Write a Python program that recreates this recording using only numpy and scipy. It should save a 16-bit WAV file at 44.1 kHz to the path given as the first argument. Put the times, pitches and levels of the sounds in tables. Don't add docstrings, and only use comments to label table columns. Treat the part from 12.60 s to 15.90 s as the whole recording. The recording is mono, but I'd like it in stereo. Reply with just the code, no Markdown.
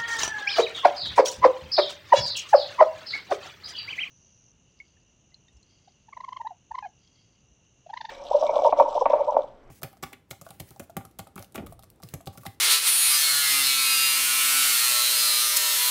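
import sys
import numpy as np
from scipy import signal
from scipy.fft import rfft, irfft, next_fast_len
from scipy.io import wavfile
from scipy.ndimage import map_coordinates

SR = 44100
rng = np.random.default_rng(int(sys.argv[2]) if len(sys.argv) > 2 else 0)


def attenuation_scalar(level_db):
    decades = np.asarray(level_db, float) / 20
    return 10 ** decades


def wav_record(signal):
    frames = np.transpose(np.atleast_2d(signal))
    bounded = np.clip(frames, -1, 1)
    quanta = np.round(bounded * 32767).astype(np.int16)
    wavfile.write(sys.argv[1], SR, quanta)


N = 145530
TIME = np.arange(N) / SR


def unit(x):
    return x / np.sqrt(np.mean(x ** 2) + 1e-20)


def along(points, hz):
    f, v = np.transpose(points)
    return np.interp(np.log(hz + 1), np.log(f + 1), v)


def curve(rows):
    return np.interp(TIME, *np.transpose(rows))


def wobble(rate_hz):
    knots = rng.standard_normal(int(N * rate_hz / SR) + 4)
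    return map_coordinates(knots, [TIME * rate_hz])


def during(start_s, end_s, fade_s):
    inside_s = np.minimum(TIME - start_s, end_s - TIME)
    return np.clip(inside_s / fade_s + 0.5, 0, 1)


def bell(hz, centre_hz, width_hz):
    return np.exp(-((hz - centre_hz) / width_hz) ** 2)


def filtered(x, response):
    m = next_fast_len(N + SR // 2)
    return irfft(rfft(x, m) * response(np.fft.rfftfreq(m, 1 / SR)), m)[..., :N]


# (frequency [Hz], level [dB per Hz])
SHOP_COLOUR = [(15, -20), (30, 5), (60, -3.5), (100, 2), (180, 1), (320, 5.5), (700, 1.5), (1200, -16)]


def workshop():
    noise = rng.standard_normal((3, N))
    return attenuation_scalar(-58) * unit(filtered(noise, lambda hz: attenuation_scalar(along(SHOP_COLOUR, hz))))


# (time [s], speed [turns per s])
DISC_SPEED = [(0.0, 152.4), (0.04, 153.9), (0.11, 146.5), (0.25, 147.5), (0.28, 149.7), (0.5, 149.5),
              (0.92, 139.9), (1.09, 134.3), (1.24, 132.8), (1.73, 131.3), (1.96, 133.6), (2.0, 132.8),
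              (2.21, 124.2), (2.34, 121.6), (2.51, 120.9), (2.63, 122.3), (3.11, 120.9), (3.3, 125.0)]
# (multiple of motor speed [1], level [dB])
MOTOR_HUM = [(1, -60), (2, -63.5)]


def motor(turns):
    gear_ratio, free_hz, load_db_per_hz = 3.73, 137.3, 0.28
    load_db = load_db_per_hz * (free_hz - curve(DISC_SPEED))
    hum = np.zeros(N)
    for multiple, db in MOTOR_HUM:
        level = attenuation_scalar(db + 2.5 + load_db + 0.27 * wobble(5.04))
        hum += level * np.sin(2 * np.pi * multiple * gear_ratio * turns + 0.21 * wobble(9.5))
    return hum


# (time [s], level [dB])
FIBRE_SNAPS = [
    (2.965, -16),
    (2.9675, -17),
    (2.9694, -13),
    (2.973, -16),
    (2.976, -17),
]
# (frequency [Hz], level [dB])
FIBRE_COLOUR = [(1500, -70), (3000, -20), (5000, -4), (9000, 0), (15500, -5)]


def splinter():
    t60_s = 0.016
    cracks = sum((TIME >= s) * attenuation_scalar(db - 60 * np.abs(TIME - s) / t60_s) for s, db in FIBRE_SNAPS)
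    noise = cracks * rng.standard_normal(N) * attenuation_scalar(3.0)
    return filtered(noise, lambda hz: attenuation_scalar(along(FIBRE_COLOUR, hz)))


# (start [s], end [s], level [dB])
SWELL_COUNTS = (1, 1, 2, 2, 5, 5, 5, 6, 6, 8, 8)
SWELL_SPANS = [(0.71, 1.12, -55.5), (1.14, 1.8, -61.5), (0.91, 2.17, -57), (2.2, 3, -64.5),
               (1.04, 2, -59.5), (1.85, 2.08, -50), (2.3, 3.3, -51), (1.3, 2.2, -60), (2, 2.8, -62),
               (1.17, 2.2, -54), (2.93, 3.4, -44.5)]
# (start [s], end [s], level [dB])
LOBE_COUNTS = (7, 8, 9, 9, 9, 10, 10, 10, 10, 11, 12, 14, 14, 15, 15, 15, 16, 16, 17, 17, 17, 18, 18, 19,
               19, 19, 20, 21, 21, 22, 22, 22, 22, 25, 25, 25)
LOBE_SPANS = [(0.11, 0.19, -44.5), (0.49, 0.57, -44.9), (0.68, 1.06, -41.4), (2.06, 2.15, -45.4),
              (2.27, 2.44, -44.7), (0.61, 1.46, -41.5), (1.56, 2.12, -43.5), (2.2, 2.29, -44.1),
              (2.62, 2.93, -42.8), (1.65, 2.96, -40.0), (0.53, 0.91, -42.1), (0.25, 0.39, -41.2),
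              (0.8, 0.93, -37.0), (0.43, 0.72, -38.4), (0.82, 1.06, -38.2), (2.15, 2.27, -41.7),
              (0.27, 0.49, -39.8), (2.86, 2.96, -40.9), (0.41, 0.53, -38.7), (0.93, 1.01, -39.9),
              (1.08, 2.15, -37.7), (1.17, 1.4, -39.3), (1.49, 2.01, -39.5), (1.08, 1.58, -38.4),
              (1.81, 2.05, -35.7), (2.67, 2.81, -41.5), (0.93, 1.06, -38.3), (0.41, 1.12, -35.7),
              (1.24, 2.27, -37.3), (0.09, 0.19, -37.5), (0.55, 0.65, -38.8), (1.17, 1.4, -39.0),
              (2.27, 2.41, -39.6), (0.09, 0.17, -39.2), (0.61, 0.76, -35.8), (1.1, 1.19, -38.6)]
# (start [s], end [s], level [dB])
RIDGE_COUNTS = (26, 27, 27, 27, 27, 29, 29, 30, 30, 30, 31, 31, 32, 33, 33, 33, 33, 34, 35, 37, 37, 37, 39,
                40, 41, 42, 42, 45, 46, 50, 52, 58, 58, 59, 61, 62, 63, 64, 65, 66, 66, 67, 68, 70, 71, 71,
                75, 79, 82, 83, 88, 89)
RIDGE_SPANS = [(0.89, 1.04, -37.4), (0.07, 0.21, -30.8), (0.43, 0.68, -38.1), (1.02, 1.26, -36.0),
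               (2.13, 2.24, -37.5), (0.09, 0.17, -35.5), (0.57, 1.55, -37.1), (0.59, 0.72, -35.1),
               (0.93, 1.17, -35.9), (1.31, 1.55, -36.8), (0.99, 1.35, -34.4), (2.69, 2.96, -36.6),
               (1.47, 1.81, -36.9), (0.09, 0.21, -35.7), (0.51, 0.63, -34.2), (1.02, 1.44, -35.3),
               (2.35, 2.81, -34.6), (2.17, 2.91, -34.8), (2.35, 3.25, -34.8), (0.82, 1.1, -35.2),
               (1.17, 1.6, -36.3), (2.52, 2.71, -39.3), (1.04, 1.15, -37.9), (0.45, 0.61, -38.5),
               (2.54, 2.81, -36.9), (0.47, 0.65, -39.9), (2.86, 3.11, -41.9), (0.29, 0.51, -39.9),
               (2.59, 2.96, -38.2), (2.74, 2.93, -39.5), (0.29, 0.43, -39.6), (0.39, 0.72, -40.9),
               (1.83, 2.15, -38.2), (0.49, 0.97, -40.3), (0.25, 0.57, -33.4), (0.47, 0.72, -38.4),
               (0.41, 0.57, -33.1), (0.25, 0.53, -35.9), (0.27, 0.63, -35.3), (0.25, 0.43, -32.5),
               (1.28, 1.6, -39.1), (0.29, 0.39, -35.9), (0.27, 0.49, -33.9), (0.29, 0.55, -38.3),
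               (0.29, 0.45, -35.2), (1.17, 1.58, -35.6), (1.85, 2.01, -36.2), (2.57, 2.93, -38.6),
               (0.33, 0.61, -39.1), (0.78, 1.01, -40.1), (1.19, 1.46, -40.5), (2.59, 2.78, -39.9)]


def lobes(turns):
    fade_s, gain_db = 0.04, 2.5
    sway_db, drift_rad = 2.0 * wobble(16), 0.58 * wobble(9)
    counts = SWELL_COUNTS + LOBE_COUNTS + RIDGE_COUNTS
    spans = [*SWELL_SPANS, *LOBE_SPANS, *RIDGE_SPANS]
    shifts = rng.integers(N, size=len(spans))
    lines = np.zeros(N)
    for bumps, (start_s, end_s, db), shift in zip(counts, spans, shifts):
        fade = during(start_s, end_s, fade_s)
        on = np.flatnonzero(fade)
        own = (on + shift) % N
        phase = 2 * np.pi * bumps * turns[on] + drift_rad[own] + shift
        lines[on] += fade[on] * attenuation_scalar(db + gain_db + sway_db[own]) * np.sin(phase)
    return lines


# (time [s], half length [s], loose share [0-1], extra level [dB])
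RIM_TEARS = [
    (0.038, 0.11, 0.68, 1.5),
    (0.225, 0.037, 0.9, -1),
    (0.285, 0.016, 1, 3.5),
    (0.544, 0.014, 0.7, 0),
    (1.07, 0.009, 0.2, 1),
    (1.577, 0.0088, 1, 2),
    (2.17, 0.083, 0.5, -0.5),
    (2.965, 0.013, 1, 1.5),
]


def torn():
    loose, extra_db = np.zeros(N), np.zeros(N)
    for s, half_s, share, db in RIM_TEARS:
        near = np.exp(-((TIME - s) / half_s) ** 4)
        loose = np.maximum(loose, share * near)
        extra_db += db * near
    return loose, extra_db


def worn_rim(turns, loose, count, size=1024):
    wear_turns, even_wear = 18, 0.4
    outline = rfft(rng.standard_normal((size // 2, size)))[:, :count + 1]
    loose_by_turn = np.interp(np.arange(size // 2), turns, loose)
    keep = np.exp(-1 / wear_turns) * np.sqrt(1 - loose_by_turn / 2)
    for k in range(1, size // 2):
        outline[k] = keep[k] * outline[k - 1] + np.sqrt(1 - keep[k] ** 2) * outline[k]
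    outline = outline / (np.abs(outline) + 1e-9) ** even_wear
    place = [turns, turns % 1 * size]
    return unit(map_coordinates(irfft(outline, size), place, order=1, mode="grid-wrap"))


# (time [s], level [dB])
HAND_PRESSURE = [(0, -21.5), (.045, -19), (.09, -21), (.12, -16), (.21, -24), (.27, -18.5), (.287, -20.5),
                 (.41, -21.5), (.46, -19.5), (.7, -21), (.91, -20), (1.16, -22.5), (1.25, -22), (1.7, -22),
                 (2.02, -19), (2.55, -22), (2.8, -21), (3.3, -20.5)]
# (frequency [Hz], level [dB per Hz])
RIM_COLOUR = [(35, -66), (60, -27), (133, -43.5), (815, -18.5), (1370, -0.5), (1570, -8.5), (9610, -4.5),
              (15400, -7.5), (16500, -55)]
# (frequency [Hz], width [Hz], gain [dB])
STRIP_MODES = [(1340, 330, -4.5), (2550, 990, 5), (4130, 1100, 4), (5960, 1450, -1), (11500, 920, 2)]
# (start [s], end [s], frequency [Hz], width [Hz],
# gain [dB])
STRIP_SQUEALS = [(1.3, .14, 4500, 1200, 2.5), (0, .53, 10100, 1200, 2.5), (-1, 2.9, 9300, 940, 3),
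                 (-3, 6, 4200, 480, 2.5), (0.9, 1.9, 2550, 570, 1.5), (0, 0.1, 1600, 2300, 2.5),
                 (0.9, 0.85, 4300, 1500, 0.1), (-3.5, 0.096, 320, 66, 12), (-1.1, 0.356, 430, 60, 11),
                 (-1, 0.095, 10800, 3200, -2.5), (-0.5, 0.28, 13400, 5300, -3.5),
                 (-0.2, 1.4, 16400, 2400, -1), (3, 2.5, 1500, 81, -1.5), (1.0, 1.3, 3900, 490, 2.5),
                 (1, 0.81, 4600, 570, -1), (0.55, 0.896, 2450, 170, -6.5), (1.5, 2.3, 4300, 730, -1.5),
                 (2.5, 3.7, 2470, 160, -4)]


def strip_colour(hz):
    modes_db = sum(db * bell(hz, centre_hz, width_hz) for centre_hz, width_hz, db in STRIP_MODES)
    return attenuation_scalar(along(RIM_COLOUR, hz) + modes_db)


def squealed(hiss):
    hz, t, bins = signal.stft(hiss, SR, nperseg=512, noverlap=384)
    ring_db = 0
    for start_s, end_s, centre_hz, width_hz, db in STRIP_SQUEALS:
        caught = np.interp(t, TIME, during(start_s, end_s, 0.0062))
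        ring_db = ring_db + db * np.outer(bell(hz, centre_hz, width_hz), caught)
    return signal.istft(bins * attenuation_scalar(ring_db), SR, nperseg=512, noverlap=384)[1][:N]


def rubbing(turns):
    oval_db, eccentric_db, ragged_db, rim_db = 1.3, 0.5, 1.0, -2
    loose, extra_db = torn()
    share = np.maximum(loose, 0.36)
    angle = 2 * np.pi * turns
    bite_db = oval_db * np.cos(2 * angle + wobble(2.9))
    bite_db += eccentric_db * np.cos(angle + wobble(2.44))
    bite_db += ragged_db * worn_rim(turns, loose, count=24)
    repeating = np.sqrt(1 - share) * worn_rim(turns, loose, count=132)
    scrape = np.sqrt(share) * rng.standard_normal(N)
    hiss = squealed(unit(filtered((repeating + scrape) * attenuation_scalar(bite_db), strip_colour)))
    return hiss * attenuation_scalar(curve(HAND_PRESSURE) + rim_db + extra_db + 0.57 * wobble(5.84))


def near_walls(tool):
    t60_s = 0.3
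    tail = rng.standard_normal(SR // 4) * attenuation_scalar(-60 * TIME[:SR // 4] / t60_s)
    return signal.fftconvolve(tool, tail / np.linalg.norm(tail))[:N]


# (frequency [Hz], likeness [0-1])
PORT_LIKENESS = [(40, .1), (100, .85), (250, .9), (640, .82), (1410, .7), (3100, .48), (5000, .4),
                 (7500, .58), (8800, 1)]
# (frequency [Hz], level [dB])
LEFT_OVER_RIGHT = [(40, 0), (110, -.5), (200, -5.5), (380, -5), (700, -7), (1400, -3.5), (2800, -3),
                   (5500, -11.5), (8300, -9), (10000, -5.5)]
# (frequency [Hz], phase [rad])
LEFT_AHEAD = [(3000, 0), (3530, -1.0), (4100, -.3), (5770, -.2), (7150, .9), (8200, .9), (8700, 0)]


def camera_ports(tool):
    def split(hz):
        mix_rad = np.arccos(np.clip(along(PORT_LIKENESS, hz), -1, 1))
        return np.array([np.cos(mix_rad), np.sin(mix_rad)])

    def ports(hz):
        half = attenuation_scalar(along(LEFT_OVER_RIGHT, hz) / 2) * np.exp(0.5j * along(LEFT_AHEAD, hz))
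        return half ** np.array([[1], [-1]])

    direct, thrown = filtered(np.array([tool, near_walls(tool)]), split)
    return filtered(np.array([direct + thrown, tool]), ports)


def scene():
    turns = np.cumsum(curve(DISC_SPEED)) / SR
    shop = workshop()
    tool = shop[0] + motor(turns) + splinter() + lobes(turns) + rubbing(turns)
    return camera_ports(tool) + attenuation_scalar(-9.5) * shop[1:]


def roll_off(x):
    return signal.sosfilt(signal.butter(12, 17020, fs=SR, output="sos"), x)


def record(dry):
    top_hz = 15725
    mix = filtered(dry, lambda hz: hz < top_hz)
    return roll_off(mix)


dry = scene()
out = record(dry)
wav_record(out)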